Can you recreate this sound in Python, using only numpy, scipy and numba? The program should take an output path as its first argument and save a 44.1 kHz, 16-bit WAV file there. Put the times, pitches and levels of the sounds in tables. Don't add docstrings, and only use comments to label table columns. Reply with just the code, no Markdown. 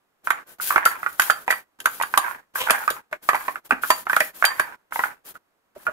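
import sys
import numpy as np
from scipy import signal
from scipy.fft import rfft, irfft
from scipy.io import wavfile
from scipy.ndimage import uniform_filter1d
from numba import njit

SR = 44100
rng = np.random.default_rng(int(sys.argv[2]) if len(sys.argv) > 2 else 0)


def wrap_up_sound(samples):
    columns = np.atleast_2d(samples).T
    tamed = np.clip(columns, -1, 1)
    steps = np.round(tamed * 32767).astype(np.int16)
    wavfile.write(sys.argv[1], SR, steps)


N = 261072

# (s, peak dB, cavity pitch Hz, ring length s)
POCKETS = [(0.272, -12, 1374, 0.0034), (0.305, -4, 1468, .0026), (0.599, -21.5, 1417, 0.0057), (0.705, -10.5, 1185, .007),
           (0.724, -19, 1144, 0.017), (0.7597, -2.5, 1384, 0.0034), (0.779, -6, 1540, .004), (0.8596, -4, 1385, 0.0091),
           (1.0303, -18.5, 1400, .004), (1.062, -13, 1440, 0.01), (1.196, -4.5, 1486, .005), (1.299, -1.5, 1395, 0.0028),
           (1.479, -9, 923, 0.0048), (1.5042, -6.5, 1920, 0.0062), (1.5253, -10.5, 1800, .003), (1.8572, -5.5, 1450, .006),
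           (2, -15.5, 953, 0.0053), (2.0117, -11, 980, 0.0029), (2.035, -13.5, 1300, .0025), (2.1392, -7.5, 1460, 0.0021),
           (2.1746, -5, 1145, 0.0073), (2.556, -15.5, 1560, 0.0065), (2.686, -16, 1442, .008), (2.698, -3.5, 1630, .002),
           (2.7057, -7, 1500, .004), (2.878, -7, 1232, 0.0079), (3.1282, -12.5, 1510, .003), (3.2891, -2.5, 1198, 0.0057),
           (3.332, -11.5, 1070, 0.0034), (3.346, -10.5, 920, .009), (3.4813, -11.5, 1030, 0.0074), (3.557, -18, 1430, .0034),
           (3.7079, -2.5, 1447, 0.0046), (3.721, -10, 1555, 0.0045), (3.731, -18.5, 1500, 0.0043), (3.8353, -11.5, 1420, .006),
           (3.903, -2, 997, .007), (4.0682, -16, 1344, 0.0044), (4.097, -8.5, 1536, 0.0091), (4.1312, -6.5, 1500, 0.0024),
           (4.1658, -5, 1420, 0.0061), (4.2055, -6, 1850, 0.0043), (4.4246, -6.5, 1440, 0.0023), (4.4414, -2, 1597, 0.0041),
           (4.596, -4.5, 1557, 0.0035), (4.923, -17, 1340, .0022), (4.9585, -15.5, 910, 0.006), (4.9923, -10.5, 985, .006),
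           (5.037, -9.5, 1455, 0.0063), (5.354, -34, 1448, 0.015), (5.867, -12.5, 1424, 0.015)]
# (s, peak dB, rim note dB against the peak)
CLINKS = [(0.3033, -19.5, -36), (0.853, -10.5, -20), (1.196, -10.5, -23), (1.2184, -14, -33), (1.3032, -15, -17.5),
          (1.5079, -15, -21), (1.8015, -26.5, -31), (1.8564, -14, -32.5), (2.0227, -17, -28), (2.175, -7.5, -32),
          (2.705, -7, -30.5), (2.9017, -17, -29), (3.2904, -18.5, -28.5), (3.352, -26, -18), (3.903, -9, -14.5), (4.163, -17.5, -31.5),
          (4.2029, -13.5, -28.5), (4.4508, -8, -10.5), (4.597, -18.5, -21)]
# (s, peak dB, pitch of the hollow under it Hz, its dB)
THUDS = [(0.76, -20.5, 633, -36), (2.175, -18.5, 778, -24), (2.704, -17, 637, -28.5), (3.125, -30, 612, -33), (3.72, -15, 256, -30), (4.205, -17, 609, -27),
         (4.595, -22, 427, -44.5), (5.762, -27, 333, -48), (5.879, -21.5, 626, -29.5)]
RIM_HZ, RIM_T60 = 4660, 0.135
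# (Hz, dB)
BOWL = [(1560, 1), (2640, -10.5), (3160, -8), (6880, -4), (8290, -8.5), (9250, -7.5), (10550, -5), (12300, -6.5)]
# (Hz, dB per Hz)
PEEL = [(200, -15.5), (1500, -5.5), (3200, -3), (7000, -4), (9000, -1), (12500, 4.5), (15500, 2.5)]
SMACK = [(200, -30.5), (500, -9.5), (850, 0.5), (1600, 2), (2400, -3), (4000, -28), (12000, -34.5)]
THUD = [(25, -30), (80, -9), (170, -17.5), (255, -6), (430, -6), (620, 0), (800, -15), (2500, -49)]
TICK = [(100, -17), (500, -3.5), (2500, 8), (5500, 2), (8000, 1), (12000, 6.5), (15500, -6.5)]
QUIET = [(100, -8), (300, -1), (1200, -2), (5000, -19.5)]
# (Hz, left minus right dB)
PORTS = [(100, -4), (500, 0), (1400, -5), (3200, 1), (4700, -6), (7000, 0), (12000, 8.5), (15500, 3.5)]
TOP_HZ = 15600
TIME = np.arange(N) / SR
# (start s, length s, dB)
PEELS = [(0.24, 0.0094, -39.5), (0.463, 0.059, -49.5), (0.604, 0.089, -27.5), (0.846, 0.032, -33), (0.976, 0.45, -49),
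         (1.199, 0.068, -33), (1.49, 0.052, -41.5), (1.812, 0.5, -47), (2.547, 0.04, -34.5), (2.642, 0.15, -42), (2.8, 0.14, -47),
         (3.218, 0.3, -46), (3.644, 0.0067, -42), (3.814, 0.17, -39), (4.083, 0.17, -40.5), (4.339, 0.29, -44), (4.923, 0.14, -43), (5.24, 0.0538, -47), (5.777, 0.059, -52)]
# (s, dB)
SQUEEZES = [(0.295, -34.5), (0.705, -28.5), (0.78, -28.5), (0.87, -29.5), (1.201, -29), (2.188, -23.5), (2.554, -32), (2.665, -20.5),
            (2.71, -27), (2.883, -36), (3.314, -30), (4.445, -26.5), (4.605, -33.5), (5.007, -33), (5.756, -47)]
PEEL_ATTACK_S, PEEL_T60 = 0.011, 0.27
SQUEEZE_ATTACK_S, SQUEEZE_T60 = 0.039, 0.46
# (start s, length s, dB)
RUBS = [(2.579, 0.035, -33)]
# (Hz, dB per Hz)
RUB = [(330, -7), (950, 4), (1600, -7), (3100, 3), (4500, -13)]
EVEN_HZ = 1366


def undb(db):
    return 10 ** (np.asarray(db) / 20)


def unit(x):
    return x / np.sqrt(np.mean(x ** 2))


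def fade(t, t60):
    return np.exp(-np.log(1000) * t / t60)


def add(track, s, sound):
    i = max(int(s * SR), 0)
    track[..., i:i + sound.shape[-1]] += sound[..., :N - i]


def convolve(x, response):
    return signal.fftconvolve(np.atleast_2d(x), np.atleast_2d(response), axes=-1)[:, :x.shape[-1]]


def colour(x, points, size=2048):
    hz, db = np.transpose(points)
    gain = undb(np.interp(np.log(np.arange(size // 2 + 1) * SR / size + 1), np.log(hz), db))
    cepstrum = irfft(np.log(gain))
    cepstrum[1:size // 2] *= 2
    cepstrum[size // 2 + 1:] = 0
    return convolve(x, irfft(np.exp(rfft(cepstrum))))


def walk(rate):
    knots = rng.standard_normal(N // 20)
    return np.interp(TIME * rate, np.arange(len(knots)), knots)


def pair(apart, size):
    mid, side = rng.standard_normal((2, size))
    return (mid + apart * np.array([side, -side])) / np.hypot(1, apart)


def crackle(rate, spread_db, apart):
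    size = undb(spread_db * np.minimum(rng.exponential(size=N), 5))
    return (rng.random(N) < rate / SR) * size * pair(apart, size=N)


def pops(attack_s=0.00065, rise=0.05, ring_db=-6.0, partner_db=-8, smack_db=-14.0, smack_s=0.0017, smack_growth=1.07, next_db=-7.0, next_ring_s=0.0033, spacing=0.59, scatter=0.28, count=4):
    out, t = np.zeros((2, N)), TIME[:SR // 20]
    for s, db, hz, length in POCKETS:
        for k, (bend, detune, side, wait) in enumerate(rng.standard_normal((count, 4))):
            ring_s = next_ring_s if k else length
            shape = np.minimum(t / attack_s, 1) * np.exp(-(t / ring_s) ** 2)
            pitch = hz * np.exp(scatter * detune * min(k, 1)) * (1 + rise * (1 + bend) * np.tanh(2 * t / ring_s - 1))
            ring = tone(pitch) + undb(partner_db) * tone(EVEN_HZ ** 2 / pitch)
            place = undb(db + ring_db + np.sqrt(k) * next_db + np.array([[side], [-side]]))
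            add(out, s, place * ring * shape)
            s += spacing * length * np.exp(wait / 2)
    return out + bursts([(s, smack_db + smack_growth * db) for s, db, _, _ in POCKETS], smack_s, SMACK, apart=0.53)


def knocks(tick_db=-4, tick_s=0.002, glass_db=-28, t60=0.15, rim_db=-4, chatter_db=3, detune=0.0037, apart=0.89, count=3):
    out, t = np.zeros((2, N)), TIME[:SR // 6]
    hz, mode_db = np.transpose(np.repeat(BOWL, count, axis=0))[:, :, None]
    decays = undb(mode_db) * fade(t, t60)
    for s, db, rim_note_db in CLINKS:
        modes = decays * np.sin(2 * np.pi * hz * (1 + detune * rng.standard_normal(hz.shape)) * t)
        glass = undb(glass_db) * pair(apart, size=len(hz)) @ modes
        rim = undb(rim_db + rim_note_db) * np.sin(2 * np.pi * RIM_HZ * t) * fade(t, RIM_T60)
        chatter = undb(chatter_db * walk(200)[:len(t)])
        add(out, s, undb(db) * (glass + rim * chatter))
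    return out + in_bowl(bursts([(s, db + tick_db) for s, db, _ in CLINKS], tick_s, TICK, apart), width_hz=300, direct_db=-10.5)


def thuds(peak_s=0.0035, thud_db=-16, hollow_s=0.022, sag_hz=130):
    out = undb(thud_db) * bursts([row[:2] for row in THUDS], peak_s, THUD, apart=0.12)
    along = np.linspace(0, 1, int(hollow_s * SR))
    for s, _, hz, hollow_db in THUDS:
        add(out, s, undb(hollow_db) * tone(hz + sag_hz * (.5 - along)) * np.sin(np.pi * np.sqrt(along)))
    return out


def hand(squelch_db=-6, squelch_flutter_db=4.0, low_fold_hz=950, high_fold_hz=1480, fold_width_hz=150, fold_shift=0.13, open_db=-9):
    peeling = np.sqrt(sum(stroke(s, db, length, PEEL_ATTACK_S, PEEL_T60) ** 2 for s, length, db in PEELS))
    squeezing = np.sqrt(sum(stroke(s, db, SQUEEZE_ATTACK_S, SQUEEZE_ATTACK_S, SQUEEZE_T60) ** 2 for s, db in SQUEEZES))
    film = colour(crackle(rate=6200, spread_db=1.5, apart=0.94), PEEL)
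    fizz = unit(in_bowl(film, width_hz=130, direct_db=-8))
    wet = colour(crackle(rate=1100, spread_db=2.0, apart=1.0), SMACK)
    squelch = unit(undb(open_db) * wet + sum(cavity(wet, hz * np.exp(fold_shift * walk(30)), fold_width_hz) for hz in (low_fold_hz, high_fold_hz)))
    return (fizz * peeling * undb(walk(110) + 2 * walk(20))
            + squelch * squeezing * undb(squelch_db + squelch_flutter_db * walk(94)))


def echoes(x, delay_s, t60, db, apart):
    t = TIME[:SR]
    response = pair(apart, size=SR) * fade(t, t60) * np.clip(t / delay_s - 1, 0, 1)
    return undb(db) * convolve(x, unit(response) / np.sqrt(SR))


def swell(t, peak_s):
    return t / peak_s * np.exp(1 - t / peak_s)


def loudness(x, window_s):
    return 10 * np.log10(np.abs(uniform_filter1d(np.mean(x ** 2, axis=0), int(window_s * SR))) + 1e-12)


def limiter(x, ceiling_db=-5.5):
    return np.clip(x * undb(np.minimum(ceiling_db - loudness(x, window_s=0.00037), 0)), -1, 1)


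def bursts(rows, peak_s, spectrum, apart):
    envelope = np.zeros(N)
    for s, db in rows:
        add(envelope, s, undb(db) * swell(TIME[:SR // 10], peak_s))
    return envelope * unit(colour(pair(apart, size=N), spectrum))


def stroke(s, db, length_s, attack_s, t60):
    out, t = np.zeros(N), TIME[:SR]
    add(out, s, undb(db) * np.minimum(t / attack_s, 1) * fade(np.maximum(t - length_s, 0), t60))
    return out


@njit
def resonate(x, hz, width):
    y, b, l = np.empty(len(x)), 0., 0.
    for i in range(len(x)):
        g, k = np.tan(np.pi * hz[i] / SR), width / hz[i]
        v = (b + g * (x[i] + 1e-18 - l)) / (1 + g * (g + k))
        b, l, y[i] = 2 * v - b, l + 2 * g * v, k * v
    return y


def cavity(x, hz, width_hz):
    return np.array([resonate(side, hz, float(width_hz)) for side in x])


def snaps(snap_db=-20.5, snap_s=0.00018, growth=1.1):
    return bursts([(s, snap_db + growth * db) for s, db, _, _ in POCKETS], snap_s, TICK, apart=1.0)




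def rubs(slip_hz=530, jitter=0.15, attack_s=0.0087, t60=0.32, flutter_db=4):
    slips = np.floor(np.cumsum(slip_hz * np.exp(jitter * walk(slip_hz))) / SR)
    jerks = np.diff(slips, prepend=0) * (1 + .5 * pair(1, size=N))
    rasp = unit(colour(jerks - jerks.mean(), RUB))
    return rasp * sum(stroke(s, db, length, attack_s, t60) for s, length, db in RUBS) * undb(flutter_db * walk(220))


def in_bowl(x, width_hz, direct_db):
    return undb(direct_db) * x + body(x, BOWL, width_hz)


def body(x, modes, width_hz):
    t = TIME[:SR // 20]
    ring = sum(undb(db) * np.cos(2 * np.pi * hz * t) for hz, db in modes)
    return convolve(x, 2 * np.pi * width_hz / SR * ring * np.exp(-np.pi * width_hz * t))


def tone(hz):
    return np.sin(2 * np.pi * np.cumsum(hz) / SR)


def scene():
    near = pops() + snaps() + knocks() + thuds() + hand() + rubs()
    near = near + echoes(near, delay_s=0.0034, t60=0.066, db=-8.5, apart=1.0)
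    room = colour(echoes(near, delay_s=0.0072, t60=0.28, db=-13.5, apart=0.51), [(2000, 0), (8000, -5.5)])
    return near + room + undb(-54.5) * unit(colour(pair(0.69, size=N), QUIET))


def gate(x, open_db=-49, knee_db=3, depth_db=22, makeup_db=4.5):
    shut = (1 - np.tanh((loudness(x, window_s=0.03) - open_db) / knee_db)) / 2
    return x * undb(makeup_db - depth_db * shut)


def record(dry):
    left = colour(np.pad(dry[0], (7, 0))[:N], [(hz, db / 2) for hz, db in PORTS])
    right = colour(dry[1], [(hz, -db / 2) for hz, db in PORTS])
    sound = limiter(gate(np.vstack([left, right])))
    return signal.sosfilt(signal.ellip(10, .2, 80, TOP_HZ, fs=SR, output="sos"), sound)


dry = scene()
out = record(dry)
wrap_up_sound(out)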